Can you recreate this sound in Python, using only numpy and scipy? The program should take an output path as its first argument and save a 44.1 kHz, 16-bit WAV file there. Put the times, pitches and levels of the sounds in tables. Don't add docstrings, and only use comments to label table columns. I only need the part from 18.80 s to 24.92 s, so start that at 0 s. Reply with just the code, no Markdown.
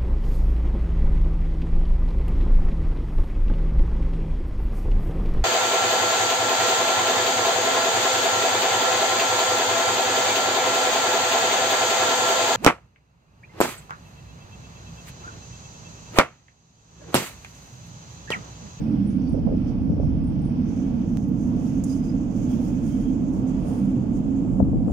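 import sys
import numpy as np
from scipy.fft import rfft, irfft, next_fast_len
from scipy.io import wavfile
from scipy.ndimage import uniform_filter1d, map_coordinates

SR = 44100
rng = np.random.default_rng(int(sys.argv[2]) if len(sys.argv) > 2 else 0)


def master_out(mix):
    frames = np.transpose(np.atleast_2d(mix))
    ceiling = np.clip(frames, -1, 1)
    pcm = np.round(ceiling * 32767).astype(np.int16)
    wavfile.write(sys.argv[1], SR, pcm)


N = 270052

# time in seconds, relative level in dB, pitch in Hz, left over right in dB.
EDDY_POPS = [(0.534, -11, 170, -19), (.545, -20, 472, -26), (.553, -18.5, 465, -24),
             (.577, -21.5, 424, -27), (.585, -21, 468, -27), (.591, -27, 546, -29.5),
             (.670, -9.5, 202, -24), (.673, -21.5, 720, -31), (.678, -18, 500, -30), (.690, -23, 593, -24),
             (.695, -24.5, 343, -4), (.704, -24, 565, -27), (.715, -20.5, 477, -17.5),
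             (.725, -16, 498, 17.5), (.738, -13.5, 390, 25.5), (.749, -24, 566, 20), (.774, -35, 546, 14.5),
             (1.099, -24.5, 470, 2), (1.107, -9, 160, 20.5), (1.121, -22.5, 428, 19),
             (1.136, -23, 476, -24), (1.169, -21, 420, 18), (1.194, -27, 517, -13.5), (1.201, -15, 503, 21),
             (1.214, -31, 557, 7), (1.234, -23.5, 577, 17), (1.254, -15.5, 138, -23.5),
             (1.279, -12.5, 85, 11), (1.347, -21, 128, 15), (5.801, -20.5, 830, 32), (5.804, -8, 560, 26),
             (5.811, -22, 580, 25), (5.824, -19, 69, 16), (5.828, -5.5, 187, 18), (5.886, -21, 400, 24),
             (5.928, -15, 150, 26), (5.933, -21.5, 583, 20.5), (5.946, -14, 218, 22), (5.959, -12, 276, 31),
             (6.079, -10, 244, 17), (6.082, -18.5, 553, 28), (6.084, -31, 1020, 29), (6.093, -22, 520, 26),
             (6.102, -26, 580, 24)]


def amp(db):
    return 10 ** (np.asarray(db) / 20)


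def unit(x):
    return x / np.sqrt(np.mean(x ** 2) + 1e-20)


def along(points, hz):
    f, v = np.transpose(points)
    return np.interp(np.log(hz + 1), np.log(f + 1), v)


def clock():
    return np.arange(N) / SR


def curves(rows):
    s, *cols = np.transpose(rows)
    return [np.interp(clock(), s, c) for c in cols]


def wobble(rate):
    knots = rng.standard_normal(int(N * rate / SR) + 4)
    return map_coordinates(knots, [np.arange(N) * rate / SR])


def filtered(x, response):
    m = next_fast_len(N + SR // 2)
    return irfft(rfft(x, m) * response(np.fft.rfftfreq(m, 1 / SR)), m)[..., :N]


def pan(lean_db):
    pair = amp(np.array([lean_db, -lean_db]).reshape(2, -1) / 2)
    return pair / np.sqrt(np.mean(pair ** 2, axis=0))


def band(centre_hz, width_hz):
    slow = filtered(rng.standard_normal((2, N)), lambda hz: 1 / (1 + (hz / width_hz) ** 2))
    phase = 2 * np.pi * np.cumsum(centre_hz * np.ones(N)) / SR
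    return unit(slow[0] * np.cos(phase) + slow[1] * np.sin(phase))


def ripple(hz, depth_db):
    uneven = map_coordinates(rng.standard_normal(SR // 40), [hz / 35], order=1)
    return amp(depth_db * uneven * np.clip(hz / 1500, 0, 1))


def stroke(s, length):
    release_ratio, shape = 2.13, 1.4
    u = (clock() - s) / length
    return np.exp(-np.maximum(-u, u / release_ratio) ** shape)


def hall(colour, ripple_db=1.73):
    # frequency in Hz, left over right in dB.
    side_lean = [(40, -2.5), (110, -0.5), (200, -6), (380, -2), (700, -3.5), (1300, -2.5), (2400, -5.5),
                 (4400, -13), (9000, 1)]
    port_gap_m, sound_speed_m_s = 0.18, 343

    def spread(hz):
        alike = 0.96 * np.sinc(2 * hz * port_gap_m / sound_speed_m_s)
        turn = np.arccos(np.clip(alike, -1, 1)) / 2
        return np.array([np.cos(turn), np.sin(turn)])

    mid, side = filtered(rng.standard_normal((2, N)), lambda hz: colour(hz) * spread(hz))
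    both = np.array([mid + side, mid - side])
    return unit(filtered(both, lambda hz: pan(along(side_lean, hz)) * ripple(hz, ripple_db)))


def ports():
    # frequency in Hz, relative level in dB (the right port is then set 4 dB lower).
    left_colour = [(1500, -22), (4200, -8), (5100, -4), (6200, -4.5), (7800, -4.5), (9100, 7.5),
                   (10700, -6), (13000, -12), (15000, -10.5), (16000, -17.5)]
    right_colour = [(1500, -15.5), (4000, -11.5), (5000, 9), (6600, 7.5), (8000, -4.5), (9200, -1.5),
                    (11000, -3), (13500, -0.5), (15000, 1.5), (16000, -8.5)]
    noise = rng.standard_normal((2, N))
    return unit(filtered(noise, lambda hz: amp([along(left_colour, hz), along(right_colour, hz) - 4])))


def train(tube_db=-5, unrest_db=1.3, growl_hz=350, growl_width_hz=32, thin_db=-7):
    # frequency in Hz, relative level in dB per Hz.
    boom_colour = [(15, -28.5), (28, -22), (36, -5.5), (55, -11.5), (110, -6.5), (170, -2.5), (225, -2.5),
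                   (270, -3), (300, -5), (338, -11), (370, -37.5), (480, -39), (700, -82.5)]
    roar_colour = [(200, -13), (380, -1), (480, 0.5), (620, -2.5), (800, -6.5), (1000, -12), (1300, -20),
                   (2200, -42.5), (5000, -71)]
    # frequency in Hz, width in Hz, relative level in dB.
    standing_waves = [(38, 6.7, -7), (128.5, 3.9, -7.5), (147.7, 6.3, -10), (196.2, 12, -2.5),
                      (257.7, 14.3, -0.5), (463.6, 19, -21)]
    # time in seconds, level in dB.
    growl_course = [(0, -58.5), (3, -51.5), (3.6, -43), (4.2, -44.5), (4.65, -42), (5.25, -44), (5.7, -41),
                    (6.1, -57)]
    boom_level_db, roar_start_db, roar_db_per_s = -25, -45.5, 0.86
    thin_at_s, thin_length_s, thin_above_hz = 6.0, 0.093, 950

    t = clock()
    boom = hall(lambda hz: amp(along(boom_colour, hz)))
    tube = hall(lambda hz: sum(amp(db) / (1 + ((hz - c) / w) ** 2) for c, w, db in standing_waves))
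    low = surging(amp(boom_level_db) * (boom + amp(tube_db) * tube) + swells())

    growl = hall(lambda hz: 1 / (1 + ((hz - growl_hz) / growl_width_hz) ** 2))
    growl = growl * amp(curves(growl_course)[0])

    roar_level_db = roar_start_db + roar_db_per_s * t + unrest_db * wobble(6.5)
    roar = amp(roar_level_db) * hall(lambda hz: amp(along(roar_colour, hz)))

    treble = filtered(roar, lambda hz: 1 - 1 / (1 + (hz / thin_above_hz) ** 8))
    thinning = amp(thin_db * np.exp(-((t - thin_at_s) / thin_length_s) ** 2))
    return low + growl + roar + (thinning - 1) * treble


def surging(boom):
    # time in seconds, level in dB about the band's mean.
    low_course = [(0.0, -3), (0.2, 4), (0.4, 4), (0.52, -11), (0.72, 3), (0.88, -2.5), (1.8, 0.5),
                  (2.0, -1), (2.44, 1.5), (3.24, -1), (4.52, -1), (4.88, 1), (5.04, 4), (5.24, 1),
                  (5.36, -0.5), (5.68, 1), (5.8, 5), (6.12, 0.5)]
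    high_course = [(0.0, -1.5), (0.08, 1.5), (1.68, -1.5), (1.76, 0), (2.0, 1.5), (2.32, -1), (2.52, 1.5),
                   (3.36, 1.0), (3.52, -1), (3.68, 2), (3.96, 1.0), (4.12, 0.5), (4.36, 4), (4.84, -1),
                   (5.16, 2.5), (5.4, 0.5), (5.52, 3), (6.12, -0.5)]
    edges = (163, 216.7, 315)
    out = boom
    for lo, hi, course in zip(edges, edges[1:], (low_course, high_course)):
        part = filtered(boom, lambda hz: 1 / (1 + (hz / hi) ** 30) - 1 / (1 + (hz / lo) ** 30))
        power = np.mean(part ** 2, axis=0)
        for _ in range(2):
            power = uniform_filter1d(power, SR // 5)
        steady = part * np.sqrt(power.mean() / np.abs(power))
        out = out - part + steady * amp(curves(course)[0])
    return out


def swells(drift_hz=3, lean_db=-6):
    # time of the middle in seconds, length in seconds, pitch in Hz, level in dB before the surges.
    sung_tones = [(0.211, 0.055, 197, -23.5), (0.372, 0.047, 191, -24.5), (0.435, 0.049, 252, -26.5),
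                  (1.798, 0.092, 231.8, -24.5), (2.047, 0.043, 271, -26), (2.179, 0.043, 229.6, -25),
                  (2.471, 0.12, 252.8, -29.5), (2.832, 0.056, 268.1, -26), (2.982, 0.053, 266.1, -26),
                  (3.158, 0.057, 266.3, -25.5), (3.685, 0.067, 252, -30.5), (3.99, 0.027, 266, -24.5),
                  (4.355, .08, 258.3, -28.5), (4.688, .07, 266.3, -22), (5.064, .06, 195.5, -21.5),
                  (5.128, 0.03, 245.3, -32), (5.553, .07, 269, -24), (5.825, .05, 197.3, -27.5),
                  (5.841, 0.062, 263.1, -25.5)]
    t, tones = clock(), np.zeros(N)
    drift = drift_hz * np.cumsum(wobble(8)) / SR
    for s, length, hz, db in sung_tones:
        swell = np.exp(-((t - s) / length) ** 2 / 2)
        tones += amp(db) * swell * np.sin(2 * np.pi * (hz * t + drift + rng.random()))
    return pan(lean_db) * np.sqrt(2) * tones


def draught(eddy_db=-3.0, cycles=0.91, swirl_db=-17, swirl_s=0.012, steep=5.7,
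            trail_db=-9, trail_s=0.035, rough_db=3):
    out, t = np.zeros((2, N)), clock()
    length = SR // 4
    hz = np.fft.rfftfreq(length, 1 / SR)
    ragged = amp(rough_db * wobble(130))
    for s, db, pitch_hz, lean_db in EDDY_POPS:
        start = round(s * SR) - SR // 8
        span = slice(start, start + length)
        local = t[span] - s
        turns = local * pitch_hz
        pop = np.cos(2 * np.pi * (turns + rng.random())) / (1 + (turns / cycles) ** 2 / 2) ** 3
        colour = (hz / pitch_hz) / (1 + (hz / pitch_hz) ** steep)
        swirl = unit(irfft(rfft(rng.standard_normal(length)) * colour, length))[:len(local)]
        after = (1 + np.tanh(turns)) / 2
        trail = amp(trail_db) * after * np.exp(-np.abs(local) / trail_s) * ragged[span]
        swirl = amp(swirl_db) * swirl * (np.exp(-np.abs(local) / swirl_s) + trail)
        out[:, span] += amp(db + eddy_db) * pan(lean_db) * (pop + swirl)
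    return out


def buffet(wake_db=-28.5, wake_s=0.049):
    # frequency in Hz, relative level in dB per Hz.
    flutter_colour = [(15, -12.5), (40, 0.5), (80, 1.5), (140, -8.5), (300, -25.5), (800, -83.5)]
    # time in seconds, level in dB.
    steady_course = [(0, -36), (.35, -44), (.52, -26), (.85, -34.5), (1.3, -25), (1.6, -31.5), (2, -39.5),
                     (4.3, -38), (4.6, -33.5), (5, -42.5), (5.3, -40.5), (5.6, -33.5), (5.95, -24.5),
                     (6.12, -28)]
    flutter = unit(filtered(rng.standard_normal((2, N)), lambda hz: amp(along(flutter_colour, hz))))
    power = amp(curves(steady_course)[0]) ** 2
    for s, db, _, lean_db in EDDY_POPS:
        power = power + (amp(db + wake_db) * pan(lean_db) * stroke(s, wake_s)) ** 2
    return np.sqrt(power) * flutter


def sleeve(grain_db=1.0, ripple_db=2, rest_db=-76.5, rest_lean_db=2, waver_db=1.5, catch_db=1.4):
    # time in seconds, pitch in Hz, level in dB of its hiss between strokes.
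    grip_course = [(0, 5320, -73.5), (1.8, 5640, -69), (1.93, 6240, -66), (3.6, 6496, -62.5),
                   (4.4, 6585, -62), (5, 6680, -64.5), (5.6, 6850, -67), (6.1, 7120, -72.5)]
    # time of the peak in seconds, length in seconds, rubbing level in dB, left over right in dB,
    # level of the hiss in the hollow in dB.
    rub_strokes = [(0.026, 0.08, -69.5, 0.5, -64.5), (0.473, 0.073, -83.5, -1, -64.5),
                   (0.88, 0.037, -80, -1, -64), (1.231, 0.038, -75, -3, -73), (1.947, 0.075, -71, 2.5, -58),
                   (2.357, 0.09, -67, -2, -65), (2.617, 0.045, -62.5, -1, -57),
                   (2.859, 0.076, -61, -2.5, -57), (3.101, 0.04, -55, 2.5, -51.5),
                   (3.259, 0.03, -61.5, 0, -58), (3.597, 0.098, -63, -4, -58),
                   (3.718, 0.037, -56, -6.5, -60.5), (3.841, 0.048, -57.5, -5, -64),
                   (4.08, 0.059, -57.5, 0, -60), (4.205, 0.053, -63.5, 0, -63),
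                   (4.537, 0.037, -63.5, -1.5, -64.5), (4.696, 0.03, -67, 1.5, -59),
                   (4.905, 0.07, -56.5, 4, -65.5), (5.354, 0.027, -65.5, 1.5, -63),
                   (5.74, 0.042, -69.5, 3, -64), (6.115, 0.044, -72.5, -8, -64)]
    hollow_hz, idle_db = curves(grip_course)
    rub_power = (amp(rest_db) * pan(rest_lean_db)) ** 2
    hollow_power = amp(idle_db + waver_db * wobble(6.9)) ** 2
    for s, length, rub_db, lean_db, hollow_db in rub_strokes:
        swell = stroke(s, length)
        rub_power = rub_power + (amp(rub_db) * pan(lean_db) * swell) ** 2
        hollow_power = hollow_power + (amp(hollow_db) * swell) ** 2
    catch = catch_db * wobble(35)
    rub = np.sqrt(rub_power) * amp(grain_db * wobble(300) + catch) * ports()
    hollow = np.sqrt(hollow_power) * amp(catch) * band(hollow_hz, width_hz=730)
    return filtered(rub + pan(lean_db=-27.0) * hollow, lambda hz: ripple(hz, ripple_db))


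def fingers(snap_db=-2, snap_t60=0.012, snap_low_hz=5000, click_at_s=2.372, click_hz=1300, click_db=-8.0):
    # time in seconds, level in dB, ring in Hz, width in Hz, time to fall 60 dB in seconds,
    # left over right in dB.
    finger_ticks = [(0.27, -56.5, 9300, 350, 0.33, 20), (0.301, -61.5, 6060, 613, 0.31, -14),
                    (.418, -62.5, 5600, 600, 0.25, -13), (.491, -57, 9250, 346, 0.096, 21),
                    (.521, -60, 9100, 350, 0.13, 20.5), (1.44, -63, 9000, 405, 0.13, 22),
                    (1.47, -62.5, 9050, 393, 0.2, 15.5), (1.619, -62.5, 9120, 400, 0.13, 13),
                    (1.649, -63, 9270, 400, 0.29, 15), (2.484, -61.5, 14540, 890, 0.091, -12),
                    (2.764, -57.5, 6880, 700, 0.027, -8), (3.038, -37.5, 6930, 700, 0.055, -15),
                    (3.043, -43.5, 9500, 870, 0.038, 14), (5.334, -59, 6670, 700, .03, -9.5),
                    (6.083, -66, 9260, 594, .3, 11)]
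    t, out, click = clock(), np.zeros((2, N)), np.zeros(N)

    def decay(s, t60):
        return (t >= s) * amp(-60 * np.minimum(np.abs(t - s) / t60, 3))

    contact = amp(snap_db) * filtered(ports(), lambda hz: 1 - 1 / (1 + (hz / snap_low_hz) ** 8))
    for s, db, hz, width, t60, lean_db in finger_ticks:
        tick = band(hz, width) * decay(s, t60) + contact * decay(s, snap_t60)
        out += amp(db) * pan(lean_db) * tick
    click[round(click_at_s * SR)] = amp(click_db)
    return out + pan(lean_db=-20.5) * filtered(click, lambda hz: 1 / (1 + 1j * hz / click_hz))


def rings(flutter_db=4.0):
    # time of the middle in seconds, length in seconds, pitch in Hz, width in Hz, level in dB.
    thin_rings = [(0.475, 0.061, 4660, 110, -64.5), (3.116, 0.031, 4960, 110, -51),
                  (3.215, 0.12, 4990, 130, -62), (3.73, 0.029, 3270, 50, -60),
                  (4.125, 0.047, 3170, 70, -64), (4.253, 0.059, 3210, 80, -63)]
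    ring = np.zeros(N)
    for s, length, hz, width, db in thin_rings:
        ring += amp(db) * np.exp(-((clock() - s) / length) ** 2) * band(hz, width)
    return pan(lean_db=-18.0) * ring * amp(flutter_db * wobble(45))


def station(air_db=7, waver_db=0.9):
    # frequency in Hz, relative level in dB per Hz.
    vent_colour = [(600, -4.5), (1400, 2), (2000, -2), (2400, -0.5), (2800, -1.5), (3300, -3),
                   (3850, -11.5), (4300, -10.5), (5000, -7), (7000, -23.5), (15000, -30.5)]
    # time in seconds, relative level in dB, to which air_db is added.
    air_course = [(0.0, -60.5), (0.64, -65), (1.51, -65.5), (1.9, -62.5), (2.62, -65), (3.14, -62),
                  (3.41, -64.5), (3.74, -62), (4.18, -62.5), (4.35, -64), (4.91, -63), (5.61, -66),
                  (5.81, -69.5), (6.1, -69.5)]
    level_db = air_db + curves(air_course)[0] + waver_db * wobble(5.4)
    return amp(level_db) * hall(lambda hz: amp(along(vent_colour, hz)))


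def scene():
    return train() + draught() + buffet() + sleeve() + fingers() + rings() + station()


def record(dry, top_hz=15760, fade_s=0.004):
    soft_ends = np.clip(np.minimum(clock(), clock()[::-1]) / fade_s, 0, 1)
    return filtered(dry * soft_ends, lambda hz: hz < top_hz)


dry = scene()
out = record(dry)
master_out(out)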